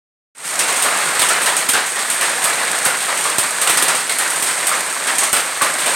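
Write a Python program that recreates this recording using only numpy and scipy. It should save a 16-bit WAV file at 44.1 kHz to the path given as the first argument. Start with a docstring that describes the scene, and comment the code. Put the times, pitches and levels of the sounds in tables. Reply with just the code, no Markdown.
"""A wash of heavy rain and hissing hail fades in on a concrete yard, heard from under a porch.
Countless drops merge into the wash, while small ice pellets tick and spray on the concrete.
Big stones crack, scatter and make the sheet-metal roofs boom; splinters land by the microphone.
Its two openings (ports) ring near 8.5 kHz, and a limiter turns the downpour down at hard strikes."""
import sys
import numpy as np
from scipy import signal
from scipy.fft import rfft, irfft, next_fast_len
from scipy.io import wavfile
from scipy.ndimage import uniform_filter1d

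SR = 44100
rng = np.random.default_rng(int(sys.argv[2]) if len(sys.argv) > 2 else 0)


def output_pcm(signal):
    """Save a mono or channel-first signal as 16-bit PCM at the path in sys.argv[1].

    Samples are clipped to [-1, 1] before scaling.
    """
    pcm = np.clip(np.atleast_2d(signal).T, -1, 1) * 32767
    wavfile.write(sys.argv[1], SR, np.round(pcm).astype(np.int16))


N = 262597
TIME = np.arange(N) / SR


def from_db(db):
    """Turn decibels into a number to multiply by."""
    return 10 ** (np.asarray(db) / 20)


def unit_power(x):
    """Scale a sound to an average power of 1."""
    return x / np.sqrt(np.mean(x ** 2) + 1e-20)


def colour(x, tone):
    """Shape lows and highs along a curve of (f/Hz, level/dB) points."""
    size = next_fast_len(N + 8192, real=True)
    hz, db = np.transpose(tone)
    bins = np.maximum(np.fft.rfftfreq(8192, 1 / SR), 1)
    gains = from_db(np.interp(np.log(bins), np.log(hz), db))
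    cepstrum = irfft(np.log(gains))
    cepstrum[1:4096] *= 2   # folded so that the filter rings only after a hit, never before
    cepstrum[4097:] = 0
    click_response = irfft(np.exp(rfft(cepstrum)))
    return irfft(rfft(x, size) * rfft(click_response, size), size)[..., :N]


def resonance(x, hz, width_hz):
    """Let a sound ring at one pitch; a narrower width rings longer."""
    r = np.exp(-np.pi * width_hz / SR)
    feedback = [1, -2 * r * np.cos(2 * np.pi * hz / SR), r * r]
    return signal.lfilter(np.array([1, 0, -1]) * (1 - r * r) / 2, feedback, x)


def impacts(per_s, spread_db):
    """Clicks at random moments; a few are much louder (or softer, if the spread is negative)."""
    sizes = from_db(spread_db * np.minimum(rng.exponential(1, N), 4.5))
    return unit_power(sizes * rng.choice([-1, 1], N) * (rng.random(N) < per_s / SR))


def splashes(per_s, spread_db, t60):
    """Random bursts of noise that each start at once and die away."""
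    keep = from_db(-120 / (t60 * SR))
    power = signal.lfilter([1], [1, -keep], impacts(per_s, spread_db) ** 2 + 1e-18)
    return unit_power(np.sqrt(power)) * rng.standard_normal(N)


def dying(age, t60):
    """A fade that falls by 60 dB every t60 seconds."""
    return from_db(-60 * age / t60)


def add(track, sound, start_s):
    """Mix a sound into a track at the given time."""
    part = track[int(start_s * SR):int(start_s * SR) + len(sound)]
    part += sound[:len(part)]


# tone of the rain: f/Hz, level/dB
RAIN_TONE = [(30, -28), (70, -19), (130, -9.5), (158, 3), (190, -1), (270, 0), (400, 4), (600, 8.5),
             (1200, 10.5), (2000, 12), (3000, 4.5), (4300, 3.5), (6000, -11), (15000, -16.5)]

def rain():
    """Drops all around merge into a wash; nearer ones splat, and far hailstones knock on roofs."""
    far = rng.standard_normal(N)
    near = splashes(per_s=130, spread_db=1.5, t60=0.059)
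    knocks = sum(np.sqrt(hz) * resonance(impacts(per_s=16, spread_db=2.5), hz, width_hz=50)
                 for hz in np.geomspace(240, 1700, num=24))
    wash = far + from_db(-2.5) * near + from_db(-14.5) * unit_power(knocks)
    return colour(unit_power(wash), RAIN_TONE)


# tone of small ice on concrete: f/Hz, level/dB
PELLET_TONE = [(400, -58), (1500, -13), (4200, -1.5), (7000, 2.5), (8600, 3), (10200, -2.5), (11600, -2),
               (13600, -12), (15600, -23)]

def pellets():
    """Small ice hits the concrete in tiny ticks; nearer pellets burst into short sprays."""
    ticks = impacts(per_s=9000, spread_db=-3.0)
    sprays = splashes(per_s=100, spread_db=2.5, t60=0.03)
    return colour(unit_power(ticks + from_db(-4.0) * sprays), PELLET_TONE)


# how hard it pours: t/s, rain level/dB, pellet level/dB
SWELLS = [(0.45, -26, -25.2), (0.7, -22.5, -25), (1.15, -21, -23.5), (1.5, -21, -25), (1.9, -26.5, -28.5),
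          (2.3, -22, -23.5), (2.75, -21.5, -24.2), (2.97, -24, -25.7), (3.25, -23, -24.5),
          (3.55, -25.5, -24.7), (3.85, -20, -27.5), (4.1, -26, -27), (4.45, -23.6, -23.5),
          (5.0, -24.5, -25.5), (5.55, -25.5, -27.2), (5.95, -22, -23)]

def downpour():
    """The rain and the pellets swell and ease."""
    t, rain_db, pellet_db = np.transpose(SWELLS)
    wash = from_db(np.interp(TIME, t, rain_db)) * rain()
    hiss = from_db(np.interp(TIME, t, pellet_db)) * pellets()
    return wash + hiss


# tone of breaking ice: f/Hz, level/dB
CRACK_TONE = [(35, -36), (120, -20), (400, -5), (1200, 0.5), (3000, 3.5), (5600, -3.5), (8600, 1),
              (11500, -4), (13500, -9.5), (15600, -14)]
# bright bursts: t/s, level/dB, ring f/Hz
# first row: a step up in hiss as the sound fades in; the rest: big stones that shatter on the concrete
BURSTS = [(0.448, -23, 5500.0), (0.591, -12.5, 5740), (0.68, -18, 6200.0), (0.765, -18, 6500.0),
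          (0.823, -13, 12000), (0.986, -24, 6500.0), (1.194, -12, 4200), (1.219, -12, 3200),
          (1.287, -14, 5500.0), (1.418, -18.5, 11800), (1.459, -13, 3380), (1.566, -14, 6500.0),
          (1.689, -8.5, 13400.0), (1.734, -15, 3800.0), (1.862, -21, 6700.0), (1.99, -21.5, 4500.0),
          (2.101, -15, 11200), (2.211, -15, 2300.0), (2.441, -12.5, 12000.0), (2.852, -12, 11600),
          (3.004, -21.0, 3200.0), (3.172, -21, 2600.0), (3.246, -22, 4300.0), (3.383, -10, 14000.0),
          (3.615, -12.5, 11600), (3.673, -10.5, 2600.0), (3.696, -13.5, 11700.0), (3.735, -19, 2480),
          (3.773, -12.5, 5000), (3.823, -11, 11900), (3.882, -13.5, 5330), (3.952, -17.5, 5000.0),
          (4.095, -16, 4200), (4.185, -14.5, 11000), (4.301, -20.5, 10500), (4.424, -16.5, 12500),
          (4.463, -20.0, 4800.0), (4.669, -13, 12500), (5.07, -19, 3300), (5.183, -12.5, 6800),
          (5.233, -15.5, 6300.0), (5.329, -10, 12300.0), (5.366, -15, 2380), (5.618, -15, 11500),
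          (5.785, -20.5, 3500.0), (5.86, -17, 2660)]

def ice_cracks(near_db=-10.5, near_scatter_t60=0.25, doubling_db=8.5):
    """After an opening step up in hiss, big stones snap, ring at their own pitch and scatter shards."""
    out, age = np.zeros(N), TIME[:SR]
    shards = impacts(per_s=12000, spread_db=2.0)
    splits = unit_power(np.diff(impacts(per_s=12000, spread_db=4.0)))   # brighter than the shards
    for t, level_db, ring_hz in BURSTS:
        # a faint crack is a far one: its scatter lasts longer and its snap is lost on the way
        fainter_db = near_db - level_db
        scatter_t60 = near_scatter_t60 * 2 ** (fainter_db / doubling_db)
        start = rng.integers(N - 2 * SR)
        scatter = shards[start:start + SR] * dying(age, scatter_t60)
        snap = from_db(2.0 - 0.26 * fainter_db) * splits[start:start + SR] * dying(age, t60=0.027)
        burst = scatter + snap
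        add(out, from_db(level_db) * (burst + resonance(burst, ring_hz, width_hz=1000)), t)
    return from_db(-1.63) * colour(out, CRACK_TONE)


# tone of the metal roofs: f/Hz, level/dB
ROOF_TONE = [(60, -42), (160, -6), (400, 7), (650, 10.5), (1200, 12), (2000, 12), (3000, 4), (4200, 2.5),
             (7000, -4), (12000, -19)]
# the ways a roof sheet rings: multiple of its pitch, width/Hz, level/dB
SHEET_RINGS = [(.53, 110, -9.5), (1, 160, 2), (1.85, 260, -3.5)]
# big stones that land on the roofs: t/s, level/dB, sheet f/Hz, knock level/dB relative to the boom
ROOF_HITS = [(.595, -18.5, 2680, 13), (.68, -18.5, 1130, -6), (.845, -16.5, 613, 4), (.9, -21, 1190, 2),
             (.985, -24, 1290, -3), (1.218, -19, 980, 1), (1.296, -16, 1370, 9), (1.355, -24.5, 1420, 8),
             (1.459, -19.5, 990, 6), (1.735, -13, 1540, 4.5), (1.955, -21, 1860, 4), (2.211, -17, 1870, -2),
             (2.458, -19.5, 1300, 9.5), (2.584, -22, 1960, 14), (2.849, -17, 1485, 11.5),
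             (3.08, -20, 1220, 3.5), (3.246, -20.5, 1170, 10), (3.428, -22, 1240, -2),
             (3.615, -21.5, 1180, 5), (3.673, -16.5, 1290, 8), (3.773, -20, 1780, 4), (3.881, -18, 1400, 2),
             (4.094, -26.5, 2100, 19), (4.195, -18.5, 1920, -3), (4.463, -24, 2020, 6),
             (4.713, -19, 1185, 15.5), (5.068, -16.5, 1750, -10), (5.21, -19, 1130, 4),
             (5.329, -16.5, 1350, 7), (5.61, -14.5, 1150, 14.5), (5.86, -18, 520, -1)]

def roof_booms(swell_s=0.0081):
    """Bending waves take a moment to spread over the struck sheet, which rings and knocks hollowly."""
    out, age = np.zeros(N), TIME[:SR]
    for t, level_db, sheet_hz, knock_db in ROOF_HITS:
        waves = rng.standard_normal(SR) * (1 - np.exp(-age / swell_s)) * dying(age, t60=0.5)
        rings = sum(from_db(db) * resonance(waves, multiple * sheet_hz, width_hz)
                    for multiple, width_hz, db in SHEET_RINGS)
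        knock = resonance(rng.standard_normal(SR) * dying(age, t60=0.17), sheet_hz, width_hz=110)
        add(out, from_db(level_db) * (waves + rings + from_db(knock_db) * knock), t)
    return from_db(-1.0) * colour(out, ROOF_TONE)


# tone of the closest splinters: f/Hz, level/dB
SPLINTER_TONE = [(22, -6), (40, 2), (70, 16), (130, 27.5), (600, 29.5), (2000, 25.5), (5000, 19),
                 (8500, 16), (12000, 20), (15500, 21)]
# splinters that land right by the microphone: t/s, crackle level/dB, thump level/dB
SPLINTER_HITS = [(0.826, -53, -53), (1.194, -40, -37), (1.218, -36, -30), (1.689, -34, -33),
                 (1.735, -40, -38), (2.441, -50, -36), (2.862, -36, -43), (3.384, -32.5, -39),
                 (3.697, -38.5, -39), (3.772, -38, -46), (3.824, -39, -52), (3.881, -42, -42),
                 (4.187, -53, -55), (4.424, -39.5, -45), (5.184, -45, -49), (5.329, -34, -28),
                 (5.366, -40, -43), (5.621, -40, -56)]

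def close_splinters(left_db=-1.5, right_db=6.0):
    """Close splinters crackle differently in each port and thump on the ground."""
    crackle_power, thump_power = np.zeros((2, N))
    age = TIME[:SR]
    for t, crackle_db, thump_db in SPLINTER_HITS:
        add(crackle_power, (from_db(crackle_db) * dying(age, t60=0.039)) ** 2, t)
        add(thump_power, (from_db(thump_db) * dying(age, t60=0.091)) ** 2, t)
    grit = np.array([impacts(per_s=4500, spread_db=1.5) * from_db(db) for db in (left_db, right_db)])
    crackle = colour(np.sqrt(crackle_power) * grit, SPLINTER_TONE)
    rumble = resonance(resonance(rng.standard_normal(N), hz=85, width_hz=200), hz=85, width_hz=200)
    return crackle + np.sqrt(thump_power) * unit_power(rumble)


def scene():
    """Left and right hear the same storm; only the closest splinters set them apart."""
    return downpour() + ice_cracks() + roof_booms() + close_splinters()


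def microphone_ports(x):
    """The hollows behind the two openings ring, the left one less strongly."""
    left, right = x + from_db(11.5) * resonance(x, hz=8500, width_hz=880)
    left_ring = signal.sosfiltfilt(signal.butter(2, [7250, 8850], "band", fs=SR, output="sos"), left)
    return np.array([left - from_db(-6.5) * left_ring, right])


def limiter(x, threshold_db=-9.5, release_db_per_s=130, ahead_s=0.017):
    """Turn the sound down just ahead of a loud strike, then steadily back up."""
    power = uniform_filter1d(np.mean(x ** 2, axis=0), size=180)
    over_db = np.maximum(10 * np.log10(np.maximum(power, 1e-12)) - threshold_db, 0)
    recovery_db = release_db_per_s * TIME
    cut_db = np.maximum.accumulate(over_db + recovery_db) - recovery_db
    early_cut_db = np.interp(TIME + ahead_s, TIME, cut_db)
    return x * from_db(-uniform_filter1d(early_cut_db, size=200))


# the sound opens from silence: t/s, level/dB
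OPENING = [(.342, -120), (.351, -24.5), (.4, -13.5), (.47, -3.5), (.6, -1)]

def record(dry, ceiling=1.3, cutoff_hz=15850):
    """The ports ring, the limiter acts, the sound fades in, peaks are rounded and the top is cut."""
    fade_in = from_db(np.interp(TIME, *np.transpose(OPENING)))
    limited = limiter(microphone_ports(dry)) * fade_in
    rounded = ceiling * np.tanh(limited / ceiling)
    return signal.sosfilt(signal.ellip(10, .2, 90, cutoff_hz, fs=SR, output="sos"), rounded)


dry = scene()
out = record(dry)
output_pcm(out)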